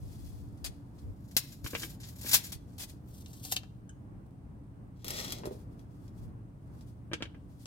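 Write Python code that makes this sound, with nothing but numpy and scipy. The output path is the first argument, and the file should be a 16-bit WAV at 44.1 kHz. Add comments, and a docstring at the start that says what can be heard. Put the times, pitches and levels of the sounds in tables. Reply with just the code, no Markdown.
"""Marking a board on a glass patio table beside a trailer wall, over distant traffic and light air.
A steel square shifts. A steel tape is lifted off, snaps, drags over a plastic clamp and buckles.
The square is set down, the tape runs back into its case, and a small part clinks. At 5 s a pencil
sticks and slips along one line, running out with a short scrape as the board rocks. Fingers then
touch and rub the square; last, a hand knocks the clamp against the glass and the tape case clicks."""
import sys
import numpy as np
from scipy import signal
from scipy.fft import rfft, irfft
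from scipy.io import wavfile
from scipy.ndimage import uniform_filter1d

SR = 44100
rng = np.random.default_rng(int(sys.argv[2]) if len(sys.argv) > 2 else 0)


def store_wav(level_fs):
    """Save 16-bit WAV to argv[1]."""
    pcm = np.round(np.clip(np.atleast_2d(level_fs), -1, 1) * 32767)
    wavfile.write(sys.argv[1], SR, pcm.T.astype(np.int16))


N = 337806
TIME = np.arange(N) / SR
FFT_SIZE = 2 ** 15
FREQ_HZ = np.maximum(np.arange(FFT_SIZE // 2 + 1) * SR / FFT_SIZE, 1)
STROKE_START_S, STROKE_LENGTH_S = 5.042, 0.41


def undb(db):
    """Decibels to gain."""
    return 10 ** (np.asarray(db) / 20)


def unit(x):
    """Scale to rms 1."""
    return x / np.sqrt(np.mean(np.abs(x) ** 2))


def filtered(x, response, taps=FFT_SIZE):
    """Apply a frequency response, one or one per ear."""
    impulse = irfft(response, FFT_SIZE)[..., :taps]
    y = signal.oaconvolve(np.atleast_2d(x), np.atleast_2d(impulse), axes=-1)
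    return np.squeeze(y[:, :N])


def colour(points):
    """Causal response through (Hz, dB) points, from the folded cepstrum."""
    hz, db = np.transpose(points)
    gain = undb(np.interp(np.log(FREQ_HZ), np.log(hz), db))
    cepstrum = irfft(np.log(gain), FFT_SIZE)
    cepstrum[1:FFT_SIZE // 2] *= 2
    cepstrum[FFT_SIZE // 2 + 1:] = 0
    return np.exp(rfft(cepstrum))


def resonance(hz, width_hz):
    """One mode, gain 1 at its centre."""
    return 1 / (1 + 1j * (FREQ_HZ ** 2 - hz ** 2) / (FREQ_HZ * width_hz))


def ring(modes):
    """Summed response of (Hz, width Hz, dB) modes."""
    return sum(undb(db) * resonance(hz, width_hz) for hz, width_hz, db in modes)


def body(points, modes):
    """Response of an object: broad colour with modes ringing on top."""
    return unit(colour(points) * (1 + ring(modes)))


def walk(rate_hz):
    """Random held levels, smoothed twice; rms 1."""
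    hold = int(SR / rate_hz)
    steps = np.repeat(rng.standard_normal(N // hold + 1), hold)
    return unit(uniform_filter1d(uniform_filter1d(steps, hold), hold)[:N])


def with_scatter(force, t60_s=0.0756, build_s=0.0018):
    """Rows: the force, then a diffuse copy per ear; the contact moves, so no echo pattern repeats."""
    t = TIME[:SR // 6]
    decay = (undb(-60 * t / t60_s) * (1 - np.exp(-(t / build_s) ** 2))) ** 2
    power = np.maximum(signal.oaconvolve(force ** 2, decay / decay.sum())[:len(force)], 0)
    return np.vstack([force, np.sqrt(power) * rng.standard_normal((2, len(force)))])


def blows(rows, crack):
    """Impact force: one crack, then dying chatter of loose parts; softer contacts cut off lower."""
    force, t = np.zeros((3, N + SR)), TIME[:SR // 4]
    for start_s, db, t60_s, cutoff_hz, *_ in rows:
        hit = rng.standard_normal(len(t)) * undb(-60 * t / t60_s)
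        hit[0] = crack
        softness = signal.butter(2, cutoff_hz, fs=SR)
        start = int(start_s * SR)
        force[:, start:start + len(t)] += undb(db) * signal.lfilter(*softness, with_scatter(hit))
    return force[:, :N]


def moves(rows):
    """Sliding strength: up tenfold per attack time, held, down tenfold per release time."""
    strength = np.zeros(N)
    for peak_s, db, attack_s, hold_s, release_s in rows:
        before = np.maximum(peak_s - TIME, 0) / attack_s
        after = np.maximum(TIME - peak_s - hold_s, 0) / release_s
        strength += undb(db) * 10 ** -(before + after)
    return strength


def friction(strength, grain_db, catch_hz, catch_db):
    """Sliding force: dense tiny slips of unequal size, bunched where the surfaces catch."""
    catch = 2 * np.tanh(walk(catch_hz) / 2)
    noise = rng.standard_normal(N)
    slip_db = grain_db * np.minimum(rng.exponential(size=N), 5) + catch_db * catch
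    return with_scatter(unit(noise * undb(slip_db)) * strength)


def stroke_speed():
    """Pencil speed: quick rise, slower fall; peak 1."""
    along = np.clip((TIME - STROKE_START_S) / STROKE_LENGTH_S, 0, 1)
    speed = along ** 0.62 * (1 - along) ** 1.6
    return speed / speed.max()


def echoes(build_s, t60_s):
    """Response of dense reflections, different at each ear; energy 1."""
    t = TIME[:FFT_SIZE]
    envelope = undb(-60 * t / t60_s) * (1 - np.exp(-(t / build_s) ** 2))
    tail = rng.standard_normal((2, FFT_SIZE)) * envelope
    return rfft(tail / np.sqrt(np.sum(tail ** 2, axis=1, keepdims=True)))


def place(x, lead_ms, pan_db, near_db, far_db):
    """Direct sound, earlier and louder on the left; scatter off table and wall; a faint yard tail."""
    lag = round(lead_ms * SR / 1000)
    direct = np.array([np.ones(len(FREQ_HZ)), np.exp(-2j * np.pi * FREQ_HZ * lag / SR)])
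    tabletop = undb(-8.5) * echoes(build_s=0.00075, t60_s=0.048)
    yard = undb(far_db) * echoes(build_s=0.022, t60_s=0.4) * colour([(4000, 8), (15000, -4.5)])
    scatter = undb(near_db) * filtered(x[1:], colour([(100, -8), (1200, 0.5)]), taps=1024)
    ears = filtered(x[0], direct + tabletop + yard) + scatter
    shade = np.array([colour([(500, side * .5), (12000, side * pan_db / 2)]) for side in (1, -1)])
    return filtered(ears, shade, taps=256) / np.sqrt(1 + undb(2 * near_db))


def background():
    """Wavering traffic rumble, a far machine's hum and faint steady hiss."""
    # Traffic spectrum. Each row: frequency in Hz, gain in dB.
    traffic_colour = [(12, -58.5), (20, -28), (27, -25), (30, -19.5), (43, -5.5), (119, -1), (170, -7.5),
                      (223, -8.5), (253, -12.5), (287, -8.5), (361, -20), (505, -25), (967, -32.5),
                      (1410, -40), (3000, -54.5), (3900, -83.5), (6600, -120)]
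    # Traffic stereo width. Each row: frequency in Hz, side minus mid in dB.
    side_colour = [(30, -9.5), (70, -24.5), (150, -12), (300, -9), (700, -0.5), (1500, 3), (4000, -2)]
    # Machine hum. Each row: frequency in Hz, level in dB.
    hum_tones = [(118, -54.5), (180, -61), (280, -63)]
    spectrum = unit(colour(traffic_colour))
    mid = filtered(rng.standard_normal(N), spectrum)
    side = filtered(rng.standard_normal(N), spectrum * colour(side_colour))
    swell = undb(-49 + .5 * walk(4.5) + 1.1 * walk(9))
    rumble = swell * (mid + side * np.array([[1], [-1]]))
    hum = sum(undb(db + walk(4)) * np.sin(2 * np.pi * np.cumsum(hz + 2.501 * walk(8)) / SR)
              for hz, db in hum_tones)
    hiss_colour = colour([(1000, -75.5), (3000, -75.5), (5000, -79), (7500, -80.5), (8800, -74),
                          (10500, -82), (16000, -82.5)])
    return rumble + hum + filtered(rng.standard_normal((2, N)), hiss_colour)


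def breeze():
    """Light air buffets each microphone separately."""
    # Air puffs. Each row: peak time in s, level in dB, half-width in s.
    puffs = [(0.05, -44.5, 0.033), (0.31, -47, 0.19), (0.675, -48, 0.089), (1.088, -40, 0.041),
             (1.649, -37.5, 0.012), (2.56, -42.5, 0.011), (6.253, -47, 0.061)]
    gusts = sum(undb(db) * np.exp(-((TIME - s) / width_s) ** 2) for s, db, width_s in puffs)
    buffet = colour([(12, -34), (25, -18), (55, -2), (90, -3), (180, -17.5), (400, -28.5),
                     (1500, -68.5)])
    return (undb(-59.5) + gusts) * filtered(rng.standard_normal((2, N)), unit(buffet))


def clink(start_s=3.893, db=-48, t60_s=.04, cutoff_hz=9000):
    """A small hard part, tapped once, rings briefly."""
    # Modes of the part. Each row: frequency in Hz, width in Hz, gain in dB.
    modes = [(1610, 40, 6.5), (3020, 60, 3), (6530, 460, -6.5), (7900, 600, -10)]
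    return filtered(blows([(start_s, db, t60_s, cutoff_hz)], crack=8.3), unit(ring(modes)))


def board():
    """The board drones under the moving pencil, then rocks on the table with dull knocks."""
    # Knocks on the table. Each row: start in s, level in dB, chatter t60 in s, cut-off in Hz.
    hits = [(5.4355, -35.5, 0.22, 1400), (5.457, -32, 0.03, 750), (5.473, -27, .02, 562),
            (5.510, -36, 0.2, 554)]
    # Wood colour. Each row: frequency in Hz, gain in dB.
    spectrum = [(80, -18), (220, -7.5), (400, -7.5), (560, -10), (800, -10.5), (1200, -14), (1500, -15),
                (5000, -15.5)]
    # Wood modes. Each row: frequency in Hz, width in Hz, dB over the colour.
    modes = [(227, 15, 2.2), (393, 23, 10.3), (457, 24, 2.7), (505, 18, 1.6), (593, 17, 9.1)]
    drag = friction(undb(-45.5) * stroke_speed() ** 0.15, grain_db=3.5, catch_hz=60, catch_db=1)
    drone_colour = colour([(100, 15.5), (250, 9), (400, -6.5), (650, 4), (1300, -15), (4000, -35)])
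    drone = filtered(drag, drone_colour, taps=1024)
    return filtered(blows(hits, crack=17.7) + drone, body(spectrum, modes))


def clamp(rock_s=0.018, landing_cutoff_hz=1060, landing_t60_s=0.074, clack_t60_s=0.023):
    """The plastic clamp rocks on the glass: one side lands dully, then the other clacks down."""
    # Knocks. Each row: clack time in s, relative level in dB, cut-off in Hz, landing in dB re clack.
    knocks = [(1.663, -39, 5060, -5.5), (1.751, -31.5, 4600, -4), (1.833, -37, 5000, -11),
              (2.264, -45, 3546, 0), (7.1334, -31, 6100, -7), (7.2238, -34.5, 5030, -7),
              (7.2548, -47.5, 3360, -6.5), (7.346, -51.5, 1780, -20)]
    # Plastic colour. Each row: frequency in Hz, gain in dB.
    spectrum = [(120, -2), (330, 2), (520, -2), (780, -10), (1200, -5), (2000, -3.5), (2800, 0.5),
                (4000, -8.5), (7000, -8.5), (11000, -13), (16000, -22)]
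    # Plastic modes. Each row: frequency in Hz, width in Hz, dB over the colour.
    modes = [(325.8, 28, 5), (465, 20, 1), (920, 44, -3.5), (1610, 77, 3.5), (2280, 77, 2), (2808, 27, -6),
             (3130, 180, -5.5), (3730, 97, -9.5)]
    landings = [(s - rock_s, db + landing_db, landing_t60_s, landing_cutoff_hz)
                for s, db, _, landing_db in knocks]
    clacks = [(s, db, clack_t60_s, hz) for s, db, hz, _ in knocks]
    return filtered(undb(6.5) * blows(landings + clacks, crack=8.3), body(spectrum, modes))


def steel_square():
    """The hand-damped square slides and clacks on the wood; light scrapes sound through its modes."""
    # Clacks. Each row: start in s, level in dB, chatter t60 in s, cut-off in Hz.
    hits = [(.574, -60.5, 0.034, 12000), (.6435, -31, 0.05, 17000), (.661, -31, 0.025, 10500),
            (.983, -59, 0.047, 8000), (2.520, -34, 0.061, 15500), (2.545, -47.5, 0.042, 14060),
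            (2.781, -42, 0.061, 15740), (2.798, -39, .09, 14000), (2.833, -35.5, 0.029, 15000),
            (2.895, -46, 0.032, 15000)]
    # Slides. Each row: peak time in s, level in dB, attack, hold and release in s.
    slides = [(.1, -63, .4, 0.17, 0.36), (.68, -72, 0.25, .01, 0.26), (.99, -69.5, 0.098, 0.0033, 0.2),
              (2.56, -75.5, 0.054, .02, 0.27), (2.69, -73, 0.04, .07, .05),
              (2.795, -44, 0.013, 0.034, .015), (2.88, -58, .02, .01, .08)]
    # The pencil stroke runs out with a short scrape; then fingers rub the square. Columns as slides.
    scrapes = [(5.46, -56.5, 0.044, 0.0092, .15), (5.78, -79, .3, .02, 0.19), (6.02, -74, 0.2, .02, 0.3),
               (6.18, -71, 0.033, .02, .16), (6.66, -71.5, 0.073, 0.2, .2), (7.6, -63.5, 0.16, 0.054, .1)]
    # Steel colour. Each row: frequency in Hz, gain in dB.
    spectrum = [(150, -24), (500, -9), (750, -3), (1200, -8), (2400, -6), (4500, 0), (7000, -2),
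                (9500, -1.5), (14000, -4), (16000, -8.5)]
    # Steel modes. Each row: frequency in Hz, width in Hz, dB over the colour.
    modes = [(1983, 47, 0.5), (2500, 30, 5), (3366, 38, 6.5), (4517, 37, 0.5), (5100, 60, -3.5),
             (6300, 21, -2.5), (9060, 90, 1), (14820, 200, 1)]
    clacks = blows(hits, crack=3.4)
    sliding = friction(moves(slides), grain_db=2.5, catch_hz=330, catch_db=3)
    scraping = friction(moves(scrapes), grain_db=3.5, catch_hz=54, catch_db=5)
    return filtered(clacks + sliding + scraping, body(spectrum, modes))


def pencil(touch_s=0.043, tick_t60_s=.022):
    """Graphite brushes the wood, then sticks and slips over the grain; the board radiates it."""
    # Pencil point landing and catching, then faint ticks as the square is touched.
    # Each row: start in s, level in dB, cut-off in Hz.
    ticks = [(5.0453, -38.5, 16000), (5.0815, -33, 17000), (5.106, -31, 13000), (5.247, -34, 7950),
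             (5.279, -38, 5000), (5.3226, -29.5, 12200), (5.385, -46, 9000), (5.456, -42, 12200),
             (5.794, -58, 9200), (6.08, -58, 9040), (6.81, -54.5, 6000)]
    # Colour of pencil on wood. Each row: frequency in Hz, gain in dB.
    spectrum = [(120, -24), (250, -9), (600, 0.5), (950, -5), (1300, 0), (1650, -9.5), (2100, 1),
                (2800, -3.5), (4000, 1), (6500, -1.5), (10000, -1), (14000, 4), (16000, -5)]
    # Its modes. Each row: frequency in Hz, width in Hz, dB over the colour.
    modes = [(1901, 22, 10.5), (3327, 54, 8), (4000, 300, -8), (5260, 120, 3), (5760, 150, -3),
             (6600, 140, -16), (7660, 130, -32)]
    touch = moves([(STROKE_START_S - touch_s, -63.5, touch_s, touch_s, touch_s)])
    sliding = friction(undb(-39) * stroke_speed() + touch, grain_db=6, catch_hz=170, catch_db=3.5)
    graphite = colour([(2000, 1.5), (7000, 0), (11000, -7.5), (16000, -9.5)])
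    ticking = blows([(s, db, tick_t60_s, hz) for s, db, hz in ticks], crack=9.8)
    return filtered(ticking + filtered(sliding, graphite, taps=256), body(spectrum, modes))


def tape_case():
    """The spring winds the blade in; the hook hits the mouth, rings the hollow shell and seats."""
    # Hook, lock and case impacts. Each row: start in s, level in dB, chatter t60 in s,
    # cut-off in Hz, shell drive and hook drive in dB re that level.
    hits = [(3.221, -54, 0.021, 12000, -10, -16.5), (3.2606, -45.5, 0.022, 8000, -9, 2),
            (3.331, -50.5, 0.085, 14000, -10, -8), (3.450, -37.5, 0.04, 15000, -5.5, -29.5),
            (3.516, -32.5, 0.056, 16000, -11, -17), (3.522, -21.5, 0.025, 16000, 5, -3.5),
            (3.562, -37.5, 0.038, 11950, -13, -2), (3.5654, -25, 0.0093, 12000, -9, 8),
            (3.6339, -28, 0.0086, 1790, -12, -19), (7.657, -34, .02, 6000, -4, -9.5)]
    # Spring rewind. 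Each row: peak time in s, level in dB, attack, hold and release in s.
    rewind = [(3.11, -62.5, 0.054, 0.014, 0.6), (3.53, -43.5, 0.19, .01, 0.011)]
    # Case colour. Each row: frequency in Hz, gain in dB.
    spectrum = [(150, -25), (450, -1.5), (1200, -8.5), (2100, -7.5), (2900, -7.5), (4500, 1), (7000, 2.5),
                (10000, -4.5), (13000, 4), (16000, -5.5)]
    # Case and steel hook modes. Each row: frequency in Hz, width in Hz, dB over the colour.
    case_modes = [(1744, 51, 6), (2700, 19, 5.5), (5010, 135, -9.5), (9365, 400, -15)]
    hook_modes = [(2798, 88, 7.5), (3140, 190, 5), (3720, 230, 4.5), (4100, 620, 3.5), (4560, 140, -6.5)]
    on_case = blows(hits, crack=4.8)
    winding = friction(moves(rewind), grain_db=4.5, catch_hz=78, catch_db=4)
    slither = unit(colour([(400, -18), (2000, -13), (3200, -1), (5200, 0), (7000, -1), (9500, -1),
                           (12000, 0.5), (16000, -5)]))
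    on_shell = blows([(s, db + shell_db, t60, hz) for s, db, t60, hz, shell_db, _ in hits], crack=7.9)
    on_hook = blows([(s, db + hook_db, t60, hz) for s, db, t60, hz, _, hook_db in hits], crack=11)
    shell = undb(14.5) * filtered(on_shell, resonance(hz=757, width_hz=21))
    # The small hook radiates only around its own modes.
    hook_colour = colour([(2000, -12), (2700, -1.5), (4600, -3.5), (7000, -26)])
    hook = filtered(on_hook, ring(hook_modes) * hook_colour)
    return filtered(on_case, body(spectrum, case_modes)) + shell + hook + filtered(winding, slither)


def left_thump(start_s, db, hz):
    """A short low thump on the left at 1.37 s."""
    phase = np.maximum(TIME - start_s, 0) * 2 * np.pi * hz
    return undb(db) * (TIME >= start_s) * (1 - phase) * np.exp(-phase) * np.array([[1], [0]])


def tape_blade():
    """Thin curved steel crinkles as it drags and cracks when it kinks."""
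    # Snaps and buckles. Each row: start in s, level in dB, chatter t60 in s, cut-off in Hz.
    hits = [(1.312, -51, .05, 14100), (1.3665, -16, .05, 17020), (1.522, -46.5, .08, 12300),
            (1.644, -42, .1, 14200), (1.820, -33.5, .093, 8990), (2.002, -49, .19, 12060),
            (2.033, -43, .15, 6990), (2.314, -27, .12, 14910), (2.333, -17.5, .11, 17960),
            (2.3425, -12, .045, 17000)]
    # Drags. Each row: peak time in s, level in dB, attack, hold and release in s.
    slides = [(1.42, -57.5, 0.25, .1, 0.077), (1.665, -47.5, 0.023, .01, .1),
              (1.78, -46, .13, 0.081, 0.088), (2.09, -53, 0.075, 0.0078, 0.037),
              (2.32, -29.5, 0.11, .035, 0.036), (2.46, -43, 0.059, 0.011, 0.038)]
    # Blade colour. Each row: frequency in Hz, gain in dB.
    spectrum = [(100, -26), (350, -19), (700, -10), (1100, -12.5), (2000, -6), (3000, -5), (4000, -1),
                (5400, -1), (7000, -3), (9500, -2.5), (13000, -1.5), (16000, -5)]
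    # Blade modes. Each row: frequency in Hz, width in Hz, dB over the colour.
    modes = [(1620, 80, -3), (5040, 44, -3), (5567, 40, -4), (6980, 40, 1.5), (7100, 110, 0.5),
             (11750, 50, -3), (13000, 66, -2.5), (13100, 50, 0), (15306, 70, -3)]
    snaps = blows(hits, crack=6.1)
    crinkle = friction(moves(slides), grain_db=3.5, catch_hz=200, catch_db=4.5)
    return filtered(snaps + crinkle, body(spectrum, modes))


def scene():
    """The things on the table, about 1.5 m away, over air and traffic."""
    return (place(tape_blade(), lead_ms=0.15, pan_db=3.5, near_db=-0.5, far_db=-23)
            + place(tape_case(), lead_ms=0.23, pan_db=4, near_db=-5, far_db=-29.5)
            + place(steel_square(), lead_ms=0.17, pan_db=4, near_db=4, far_db=-21)
            + place(clink(), lead_ms=0.23, pan_db=0.5, near_db=-6, far_db=-20)
            + place(clamp(), lead_ms=0.09, pan_db=1.5, near_db=-1.5, far_db=-25.5)
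            + place(pencil(), lead_ms=0.27, pan_db=5, near_db=-3.5, far_db=-18)
            + place(board(), lead_ms=0.36, pan_db=0, near_db=-6.5, far_db=-21)
            + left_thump(start_s=1.3667, db=-14, hz=110) + breeze() + background())


def record(dry):
    """Steep low-pass on the top treble."""
    cutoff_hz = 16050
    return signal.sosfilt(signal.ellip(10, .2, 70, cutoff_hz, fs=SR, output="sos"), dry)


dry = scene()
out = record(dry)
store_wav(out)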